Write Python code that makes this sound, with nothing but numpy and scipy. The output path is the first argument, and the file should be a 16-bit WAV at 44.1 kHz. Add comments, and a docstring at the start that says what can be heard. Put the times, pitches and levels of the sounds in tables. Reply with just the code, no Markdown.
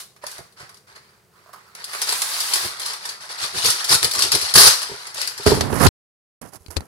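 """Baking paper is drawn out of its cardboard box in a small tiled kitchen, crinkles and is shaken out
with a loud snap: random clicks ring short noisy facets; hiss, soft air lumps and box modes go with them.
Then a hand takes hold of the camera: fingers knock on its case (modes, thumps, ticks) and rub over the
two microphone ports (filtered noise). The sound cuts out for half a second under the hand,
then more rubs and knocks follow. Quiet coloured noise is the still kitchen."""
import sys
import numpy as np
from scipy import signal
from scipy.fft import rfft, irfft
from scipy.io import wavfile

SR = 44100
rng = np.random.default_rng(int(sys.argv[2]) if len(sys.argv) > 2 else 0)


def unload_audio(sound):
    """Save the sound as a 16-bit wav file, at the path given as the first command line argument."""
    columns = np.transpose(np.atleast_2d(sound))
    # keep every value between -1 and 1, then stretch to whole-number steps
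    steps = np.round(np.clip(columns, -1, 1) * 32767)
    wavfile.write(sys.argv[1], SR, steps.astype(np.int16))


N = 302967
TIME = np.arange(N) / SR


def amp(db):
    """Amplitude factor of a level in dB."""
    return 10 ** (np.asarray(db) / 20)


def unit(x):
    """Scales to an rms of one."""
    return x / np.sqrt(np.mean(x ** 2) + 1e-20)


def read(points, hz):
    """Reads a spectrum on a log-frequency axis."""
    f, value = np.transpose(points)
    return np.interp(np.log(hz + 1), np.log(f + 1), value)


def sides(db):
    """Left and right gains for a level difference, at constant power."""
    pair = amp(np.array([[.5], [-.5]]) * db)
    return pair / np.sqrt(np.mean(pair ** 2, axis=0))


def add(mix, s, sound):
    """Mixes a sound in at a time, in place."""
    part = mix[:, max(round(s * SR), 0):][:, :sound.shape[-1]]
    part += sound[..., :part.shape[1]]


def split(x, order, hz, kind):
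    """Butterworth filter, kind "low" or "high"."""
    return signal.sosfilt(signal.butter(order, hz, kind, fs=SR, output="sos"), x)


def colour(x, points, size=2048):
    """Minimum-phase filter with the given spectrum shape; keeps the power of white noise."""
    hz = abs(np.fft.fftfreq(size, 1 / SR))
    log_gain = np.log(amp(read(points, hz)))
    spectrum = np.exp(np.conj(signal.hilbert(log_gain)))
    taps = np.fft.ifft(spectrum).real[:size // 2]
    taps /= np.linalg.norm(taps)
    return signal.oaconvolve(x, taps[None], axes=1)[:, :x.shape[1]]


def noise(shared):
    """White noise at two ports; shared is the common fraction of the power."""
    common, *own = rng.standard_normal((3, N))
    shared = np.clip(shared, 0, 1)
    return np.sqrt(shared) * common + np.sqrt(1 - shared) * np.array(own)


def lumps(depth_db, hz):
    """A gain of unit rms that wanders at random, with hz new targets a second."""
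    knots = rng.standard_normal(N // 20)
    wander = np.interp(TIME * hz, np.arange(len(knots)), knots)
    return unit(amp(depth_db * wander))


def clicks(per_s, spread_db):
    """Random clicks of either sign, most small and a few large, at unit rms."""
    size = amp(spread_db * np.minimum(rng.exponential(1, N), 4))
    sign = rng.choice([-1, 1], N)
    fires = rng.random(N) < per_s / SR
    return unit(size * sign * fires)


def ring(modes, t):
    """Sum of exponentially dying modes, scaled to a peak of one."""
    wave = sum(amp(db - 60 * t / t60) * np.sin(2 * np.pi * hz * t) for hz, db, t60 in modes)
    return wave / abs(wave).max()


def thud(hz, rise_s, decay_s):
    """A soft low push that swings a few times, peak one."""
    t = TIME[:SR // 4]
    wave = np.sin(2 * np.pi * hz * t) * (1 - np.exp(-t / rise_s)) * np.exp(-t / decay_s)
    return wave / abs(wave).max()


def gesture(s, rise_s, hold_s, decay_s):
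    """A movement builds up linearly, lasts, and dies away exponentially."""
    build = np.clip((TIME - s) / rise_s, 0, 1)
    return build * np.exp(-np.clip((TIME - s - rise_s - hold_s) / decay_s, 0, 20))


def together(rows):
    """Level of overlapping movements (start_s, level_db, rise_s, hold_s, decay_s): their powers add."""
    power = sum((amp(db) * gesture(s, *shape)) ** 2 for s, db, *shape in rows)
    return np.sqrt(power + 1e-14)


# still kitchen spectrum: [hz, relative_density_db]
AIR_SPECTRUM = [(18, -50), (30, -18.5), (100, 2.5), (214, -1.5), (271, -15.5), (390, 0.5), (563, -8.5),
                (1200, -13), (3340, -20.5), (10300, -21), (15700, -24)]


def still_air(level_db=-59.5):
    """Steady background noise, mostly common to both ports."""
    return amp(level_db) * colour(noise(shared=0.77), AIR_SPECTRUM)


# kitchen reverberation: [hz, t60_s]
KITCHEN_DECAY = [(100, 0.15), (500, 0.29), (2000, 0.38), (6000, 0.37), (15000, 0.27)]


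def kitchen(x, wet_db, drift_hz=3.1, count=4, size=256):
    """Tiles and cupboards throw back a dense short tail; its pattern cycles at drift_hz."""
    shape = (count, 2, SR // 2)
    taps = rng.standard_normal(shape) * (rng.random(shape) < .1)
    taps[..., :size // 2] = 0
    hz, t, z = signal.stft(taps, SR, nperseg=size)
    decay = amp(-60 * t / read(KITCHEN_DECAY, hz)[:, None])
    tails = signal.istft(z * decay, SR, nperseg=size)[1]
    tails *= amp(wet_db) / np.linalg.norm(tails, axis=-1, keepdims=True)
    phase = drift_hz * TIME + np.arange(count)[:, None] / count
    share = np.maximum(np.cos(2 * np.pi * phase), 0)
    wet = sum(signal.oaconvolve(x * part, tail, axes=1)[:, :N] for part, tail in zip(share, tails))
    return (x + wet) / np.sqrt(1 + amp(2 * wet_db))


# left port colour against the right: [hz, left_minus_right_db]
PORT_COLOUR = [(60, -8), (92, -7), (140, -3), (210, -13.5), (330, -0.5), (500, -9.5), (770, -5.5),
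               (1170, -10), (1790, -11.5), (2740, -1.5), (4190, 7.5), (6410, -4), (9810, -6), (15000, 0.5)]


def ports(x):
    """The two microphone ports resonate differently."""
    gains = sides(read(PORT_COLOUR, np.fft.rfftfreq(N, 1 / SR)))
    return irfft(rfft(x) * gains, N)


# skin strokes over the ports, levels before trim:
# [start_s, rub_db, hiss_db, left_minus_right_db, rise_s, hold_s, decay_s]
RUB_STROKES = [(5.457, -20.5, -28.5, -2, .005, 0.033, 0.092), (5.568, -27, -47, -14, 0.057, 0.14, 0.035),
               (5.689, -25, -28.5, -23, 0.093, .05, .008), (5.795, -13.5, -19, -18, 0.041, 0.036, 0.0029),
               (6.413, -36, -44.5, -21, 0.0033, 0.013, 0.0082), (6.426, -47, -51, -14, 0.011, 0.055, 0.014),
               (6.518, -47.5, -43, -18, 0.017, .03, 0.0087), (6.574, -71, -61.5, -4, 0.027, 0.29, .03),
               (6.703, -46, -38, -17, .002, .005, 0.032), (6.749, -45, -57, -2, .02, 0.055, 0.032)]
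# dull rub spectrum: [hz, relative_density_db]
SKIN_SPECTRUM = [(30, -14.5), (80, 3), (160, 1.5), (300, -1.5), (600, -7), (1000, -9), (1350, -11.5),
                 (1750, -15), (2300, -21.5), (3200, -26.5), (8000, -62)]
# fine hiss spectrum: [hz, relative_density_db]
SKIN_HISS_SPECTRUM = [(1000, -31), (2500, -26.5), (5000, -3.5), (8000, -5), (11000, 2), (13000, -9.5),
                      (16000, -18.5)]


def fingers(rub_trim_db=3, rasp_trim_db=8, hiss_trim_db=0, split_hz=550):
    """Skin sticks and slips over the ports: dull rumble, fine hiss, and a rasp that grows with both."""
    rub, hiss = np.zeros((2, 2, N))
    for s, rub_db, hiss_db, pan_db, *shape in RUB_STROKES:
        stroke = sides(pan_db) * gesture(s, *shape)
        rub = np.hypot(rub, amp(rub_db) * stroke)
        hiss = np.hypot(hiss, amp(hiss_db) * stroke)
    scrape = colour(noise(shared=0.19) * lumps(depth_db=2.5, hz=150), SKIN_SPECTRUM)
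    rumble = amp(rub_trim_db) * rub * split(scrape, 3, split_hz, "low")
    rasp = amp(rasp_trim_db) * np.sqrt(rub * hiss) * split(scrape, 3, split_hz, "high")
    fizz = colour(noise(shared=.1) * lumps(depth_db=3.5, hz=442), SKIN_HISS_SPECTRUM)
    return rumble + rasp + amp(hiss_trim_db) * hiss * fizz


# finger knocks, levels before trim:
# [start_s, case_db, thump_db, tick_db, left_minus_right_db, tick_decay_s, thump_decay_s]
KNOCK_HITS = [(4.894, -26, -57, -52, -5, .005, .007), (4.914, -23, -63.5, -50, -4, .005, .007),
              (4.939, -30.5, -52, -58, -5, .005, 0.009), (5.396, -24.5, -61, -58, -4, .005, 0.0075),
              (5.4639, -3, -35, -13, -2.5, 0.0093, .007), (5.473, -13, -10, -13.5, -.5, 0.011, 0.006),
              (5.5173, -2, -16, -44, -4.5, .005, .007), (5.572, -10.5, -21, -41.5, -7.5, .005, 0.0097),
              (5.609, -18, -28.5, -11.5, 1.5, 0.0055, .007), (5.727, -14, -29, -26.5, 2, 0.0061, 0.0092),
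              (5.867, -34, -8, -5.5, 11, 0.0043, 0.018), (6.605, -72, -44, -68, -10, .003, .009),
              (6.6628, -67, -62, -31.5, 14, 0.0015, .007), (6.683, -44, -33, -38, -11, 0.0024, 0.015),
              (6.7634, -46, -50, -30, -5, 0.0028, .007), (6.7668, -31.5, -17, -13.5, 10, 0.0057, 0.013),
              (6.8065, -61, -39, -26, -16, .0015, .007)]
# case modes: [hz, relative_level_db, t60_s]
CASE_MODES = [(136, -10, 0.11), (270, -15, 0.11), (417, 5, 0.072), (474, -5.5, 0.026), (600, -4.5, .04),
              (925, 0, 0.033), (1150, -27.5, 0.033), (1600, -15.5, 0.033)]
# ring of the ports in each tick: [hz, relative_level_db, t60_s]
PORT_RING_MODES = [(3170, -10, 0.025), (4090, 1, 0.041), (4570, 2.5, 0.04)]
# tick spectrum: [hz, relative_density_db]
TICK_SPECTRUM = [(200, 9.5), (900, 1.5), (2300, -3.5), (3200, -7.5), (4300, -5.5), (6500, -6.5),
                 (10000, -9.5), (13000, -19), (16000, -30.5)]


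def knocks(case_trim_db=6, thump_trim_db=1, tick_trim_db=2, port_ring_db=-7,
           press_s=0.0025, scuff=0.021, scuff_decay_s=0.011):
    """A finger lands with a tick and a scuff, rings the case and pumps air into the ports."""
    body, ticks, t = np.zeros((2, N)), np.zeros((2, N)), TIME[:SR // 4]
    case_ring, port_ring = ring(CASE_MODES, t), ring(PORT_RING_MODES, t)
    for s, case_db, thump_db, tick_db, pan_db, tick_decay_s, thump_decay_s in KNOCK_HITS:
        grit = rng.standard_normal((2, len(t)))
        contact = signal.unit_impulse(len(t)) + scuff * grit * np.exp(-t / scuff_decay_s)
        case = signal.fftconvolve(contact, case_ring[None], axes=1)[:, :len(t)]
        case *= amp(case_db + case_trim_db) * (1 - np.exp(-t / press_s))
        thump = amp(thump_db + thump_trim_db) * thud(hz=81, rise_s=0.0037, decay_s=thump_decay_s)
        tick = grit * np.exp(-t / tick_decay_s) + amp(port_ring_db) * port_ring
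        add(body, s, sides(pan_db) * (case + thump))
        add(ticks, s, sides(pan_db) * amp(tick_db + tick_trim_db) * tick)
    return body + ports(colour(ticks, TICK_SPECTRUM))


# roll bumps in its box, levels before trim: [start_s, ring_db, thud_db, pitch_factor]
BOX_BUMPS = [(.238, -21, -48, 1.01), (.39, -30.5, -41, 0.67), (0.405, -38.5, -39, 0.82),
             (.607, -39, -45, 0.79), (.628, -43.5, -40.5, 0.59), (1.461, -39.5, -66, 1.14),
             (1.492, -35, -70, 1.2), (1.534, -36.5, -74, 1.12), (1.556, -43, -66, 1.14),
             (5.184, -25, -68, 1.0)]
# cardboard modes at pitch_factor 1: [hz, relative_level_db, t60_s]
BOX_MODES = [(390, -30, 0.067), (556, 12, 0.069), (589, 15.5, 0.073), (932, 14, 0.055), (990, 23.5, 0.025),
             (1180, -13, .04), (1460, -19, 0.058)]
# roll turns against the cardboard, levels before trim: [start_s, level_db, rise_s, hold_s, decay_s]
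ROLL_TURNS = [(1.31, -58.5, 0.04, 0.024, .03), (1.44, -51, 0.053, .005, 0.013),
              (1.528, -40, 0.0044, 0.0036, 0.023), (1.64, -54, .04, .015, .03)]
# scrape spectrum: [hz, relative_density_db]
SCRAPE_SPECTRUM = [(300, -38), (700, -19), (1050, -1.5), (1300, -0.5), (1650, -8.5), (2200, -23),
                   (5000, -25)]


def box(ring_trim_db=3, thud_trim_db=1, scrape_trim_db=1):
    """The roll bumps the cardboard with a hollow ring and a dull thud, and scrapes as it turns."""
    out, t = np.zeros((2, N)), TIME[:SR // 4]
    dull = thud(hz=130.4, rise_s=0.0016, decay_s=0.0042)
    for s, ring_db, thud_db, pitch in BOX_BUMPS:
        hollow = ring(BOX_MODES, t * pitch) * (1 - np.exp(-t / 0.00055))
        add(out, s, amp(ring_db + ring_trim_db) * hollow + amp(thud_db + thud_trim_db) * dull)
    slips = clicks(per_s=1100, spread_db=2.5) * together(ROLL_TURNS)
    return out + amp(scrape_trim_db) * colour(slips[None], SCRAPE_SPECTRUM)


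# sheet slides over the box edge, levels before trim: [start_s, level_db, rise_s, hold_s, decay_s]
EDGE_PULLS = [(0, -31, 0.0016, .002, 0.02), (.26, -43, 0.0084, 0.069, 0.052), (1.86, -38, 0.073, .07, .02),
              (2.01, -28.5, 0.11, 0.54, 0.029)]
# edge hiss spectrum: [hz, relative_density_db]
EDGE_SPECTRUM = [(250, -27), (500, -12), (1200, -3), (2600, -7), (4600, -1.5), (7000, -5), (10300, -0.5),
                 (13000, -8), (15700, -15.5)]


def pull(trim_db=.5):
    """Paper dragged over cardboard gives an even, bright hiss."""
    drag = noise(shared=.3) * together(EDGE_PULLS) * lumps(depth_db=0.4, hz=59.8)
    return amp(trim_db) * colour(drag, EDGE_SPECTRUM)


# wide panel flaps over, levels before trim: [peak_s, level_db, half_length_s]
PANEL_FLAPS = [(2.108, -52, 0.058), (2.649, -32, 0.017), (3.438, -42.5, 0.02), (3.562, -38, 0.02),
               (4.058, -32.5, 0.031), (4.235, -39, 0.067), (4.352, -23.5, 0.013), (4.412, -48, 0.035)]
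# shakes that buckle the whole sheet, levels before trim:
# [start_s, crackle_db, flutter_db, rise_s, hold_s, decay_s]
SHEET_SHAKES = [(3.637, -17.5, -32, 0.0093, 0.062, 0.011), (3.897, -11.5, -23.5, 0.031, 0.027, 0.005),
                (4.5488, -13, -17, 0.0021, 0.0031, 0.017), (4.553, -6, -26, 0.0044, 0.12, 0.023)]
# flutter spectrum: [hz, relative_density_db]
FLUTTER_SPECTRUM = [(25, -15.5), (50, -0.5), (85, 8), (140, 3.5), (200, 5), (265, -10.5), (340, 3),
                    (420, 7.5), (560, -2), (900, -4.5), (2000, -60)]


def flutter(effort, move_trim_db=-31, flap_trim_db=-1, shake_trim_db=0):
    """The flexing sheet pushes air in soft lumps: a little with each move, more when flapped or shaken."""
    flaps = sum(amp(db) * np.exp(-((TIME - s) / half_s) ** 2) for s, db, half_s in PANEL_FLAPS)
    shakes = sum(amp(db) * gesture(s, *shape) for s, _, db, *shape in SHEET_SHAKES)
    push = amp(move_trim_db) * effort + amp(flap_trim_db) * flaps + amp(shake_trim_db) * shakes
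    return colour(noise(shared=0.8) * push * lumps(depth_db=5.0, hz=56.6), FLUTTER_SPECTRUM)


# hands pull or bend the sheet, levels before trim: [start_s, level_db, rise_s, hold_s, decay_s]
HAND_MOVES = [(.21, -45.5, 0.024, 0.14, 0.058), (.56, -41.5, 0.039, .005, 0.046),
              (.68, -54, 0.013, .005, 0.066), (.865, -51.5, 0.014, 0.046, .03),
              (.95, -41, 0.009, .004, 0.017), (.98, -59.5, 0.041, .09, 0.11), (1.31, -60, 0.056, 0.17, .05),
              (1.53, -55.5, .01, .06, 0.25), (1.735, -40, 0.071, 0.025, 0.028),
              (1.84, -32.5, 0.12, .06, .02), (2.01, -25, 0.0057, .01, 0.034),
              (2.06, -23.5, 0.013, 0.036, 0.066), (2.16, -27, 0.17, 0.33, 0.077),
              (2.51, -23, 0.012, .02, .03), (2.75, -26.5, 0.12, 0.032, .045),
              (2.99, -34.5, 0.034, 0.089, .04), (3.2, -35.5, 0.0099, 0.013, 0.067),
              (3.285, -31, 0.017, 0.017, 0.051), (3.37, -21.5, 0.058, 0.0079, 0.043),
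              (3.52, -19.5, .065, .005, 0.048), (3.61, -21.5, 0.018, 0.039, 0.16),
              (3.78, -24, .02, 0.0044, .02), (3.87, -11, 0.047, 0.0061, 0.014),
              (4.02, -24.5, 0.0069, 0.014, 0.033), (4.13, -17, 0.09, 0.02, 0.032),
              (4.308, -16, 0.014, 0.033, 0.01), (4.37, -24, 0.027, .115, 0.014),
              (4.7, -24, 0.014, 0.0042, 0.14), (4.85, -38.5, 0.096, .15, 0.039),
              (5.13, -24, 0.077, 0.014, 0.062), (5.35, -31, 0.098, .03, .02),
              (5.458, -17, 0.0081, 0.0044, 0.064), (5.607, -19, 0.0069, 0.0023, 0.0044),
              (5.76, -17.5, 0.18, .01, 0.011)]


def hand_effort():
    """Combined strength of the hand movements that drive rustle and flutter."""
    return together(HAND_MOVES)


def facets(drive, decay_s, scatter, size=160):
    """Each click rings the facet buckling just then; each facet has its own colour and direction."""
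    t, out = TIME[:2 * size], np.zeros((2, N))
    for start in range(0, N, size):
        ripple = rng.standard_normal((2, len(t))) * np.exp(-t / decay_s)
        ripple *= scatter / np.linalg.norm(ripple, axis=1, keepdims=True)
        # direct sound reaches the left port first, the right 8-13 samples later
        ripple[[0, 1], [0, rng.integers(8, 14)]] += 1
        block = drive[start:start + size]
        add(out, start / SR, np.array([np.convolve(block, port) for port in ripple]))
    return out / np.sqrt(1 + scatter ** 2)


# creases that snap through, before trim: [start_s, level_db, hollow_middle_db]
CREASE_SNAPS = [(.1626, -40.5, 0), (0.2388, -29.5, 2), (0.2665, -20, -12), (0.314, -26, -24),
                (0.381, -28, -4), (.5232, -44, -18), (.606, -38, 6.5), (0.693, -33, -4), (.7437, -36.5, -8),
                (0.7696, -38, -16), (1.5316, -34, -12), (1.7505, -25.5, -8), (1.8417, -17.5, -29),
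                (1.933, -20.5, 0), (1.9488, -24, 1), (2.0173, -5, -12), (2.0911, -9, -11),
                (2.1238, -9.5, -6.5), (2.2189, -7, -12.5), (2.404, -7.5, -34), (2.536, -3.5, -21),
                (2.557, -12.5, -2), (2.797, -15.5, -12), (2.816, -20, -24), (2.8594, -12.5, -19),
                (2.934, -19, -6), (3.053, -15, -5.5), (3.09, -15.5, -18), (3.451, -24, -3),
                (3.657, -7.5, -25), (3.7012, -10.5, -34), (3.8435, -9, -13), (3.8919, -6.5, -15),
                (4.0288, -4.5, -9), (4.0445, -3.5, -13.5), (4.1128, -8.5, -16.5), (4.135, -13, -7),
                (4.151, -9.5, -11.5), (4.1912, -7.5, -9.5), (4.2218, -3.5, -24.5), (4.3188, -2, -11.5),
                (4.3495, -4.5, -11.5), (4.4135, -9, -15), (4.5393, -3, -11), (4.8176, -14.5, -5.5),
                (4.8295, -20, -8), (5.0687, -20, -12), (5.1443, -19.5, -25.5), (5.166, -37, -7),
                (5.2152, -11, -16), (5.2744, -11.5, -15), (5.377, -19, -6.5), (5.431, -24.5, -6)]
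# paper spectrum: [hz, relative_density_db]
PAPER_SPECTRUM = [(150, -47.5), (270, -32.5), (420, -12.5), (560, -14), (800, -10), (1100, -5.5),
                  (1650, -5), (2600, -7.5), (3500, -6), (4600, 0.5), (7000, -9.5), (10300, -7.5),
                  (13000, -20.5), (15700, -30)]
# gentle moves sound hollow, hard pulls bright: hollow gain (before trim) falls with effort, up to a cap
HOLLOW_PIVOT_DB, HOLLOW_SLOPE_DB_PER_DB, HOLLOW_MAX_DB = -40.5, 0.43, 3.5
SNAP_DECAY_S, CRACK_GAIN, CRACK_DECAY_S = 0.012, .7, .0025


def crinkles(effort, rustle_trim_db=-1, snap_trim_db=-6, bite=0.6, shake_trim_db=3, hollow_trim_db=9,
             snap_hollow_trim_db=9, slack_db=-3.0, split_hz=2200):
    """Random tiny buckles make the rustle; snaps and shakes are avalanches of them."""
    buckles = clicks(per_s=6000, spread_db=2.0) * lumps(depth_db=1.1, hz=129.8)
    rustle = amp(rustle_trim_db) * effort * buckles
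    effort_db = 20 * np.log10(effort)
    hollow_db = np.minimum(HOLLOW_SLOPE_DB_PER_DB * (HOLLOW_PIVOT_DB - effort_db), HOLLOW_MAX_DB)
    hollow = amp(hollow_trim_db + hollow_db)

    shakes = sum(amp(db) * gesture(s, *shape) for s, db, _, *shape in SHEET_SHAKES)
    avalanche = amp(shake_trim_db) * shakes * lumps(depth_db=1.5, hz=198.8)
    slack, t = avalanche * amp(slack_db), TIME[:SR // 8]
    for s, db, middle_db in CREASE_SNAPS:
        burst = amp(db + snap_trim_db) * np.exp(-t / SNAP_DECAY_S)
        # the main crease goes first, with a bright crack
        add(avalanche[None], s, burst * (1 + CRACK_GAIN * np.exp(-t / CRACK_DECAY_S)))
        add(slack[None], s, burst * amp(middle_db + snap_hollow_trim_db))

    dense = clicks(per_s=20000, spread_db=3.5)
    # forced buckles are quicker, so brighter
    forced = signal.lfilter([1, -bite], [1], avalanche * dense)
    # tight creases give the treble, wide slack panels the hollow middle
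    tight = facets(rustle + forced, decay_s=0.0034, scatter=1.0)
    wide = facets(rustle * hollow + slack * dense, decay_s=0.0034, scatter=0.67)
    both = split(tight, 5, split_hz, "high") + split(wide, 5, split_hz, "low")
    return colour(both, PAPER_SPECTRUM)


# sheet position: [time_s, left_minus_right_db]
SHEET_PLACE = [(0, 2), (1.6, 3.5), (2.2, 2), (2.9, 3), (4.7, 3.5), (5.45, 4.5)]


def scene():
    """Paper and box sound through the kitchen; the hand acts on the camera itself."""
    effort = hand_effort()
    place_db = np.interp(TIME, *np.transpose(SHEET_PLACE))
    paper = (crinkles(effort) + pull()) * sides(place_db)
    airborne = ports(kitchen(paper + flutter(effort) + box(), wet_db=-6.0))
    return airborne + knocks() + fingers() + still_air()


# input dropout under the hand: [start_s, end_s]
DROPOUT = (5.889, 6.413)


def record(dry, bass_hz=42, edge_hz=15850):
    """Deep bass is rolled off, peaks beyond full scale clip, the input drops out, the band ends steeply."""
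    live = (TIME < DROPOUT[0]) | (TIME > DROPOUT[1])
    heard = np.clip(split(dry, 1, bass_hz, "high"), -1, 1) * live
    lowpass = signal.firwin(511, edge_hz, window=("kaiser", 9), fs=SR)
    return signal.oaconvolve(heard, lowpass[None], "same")


dry = scene()
out = record(dry)
unload_audio(out)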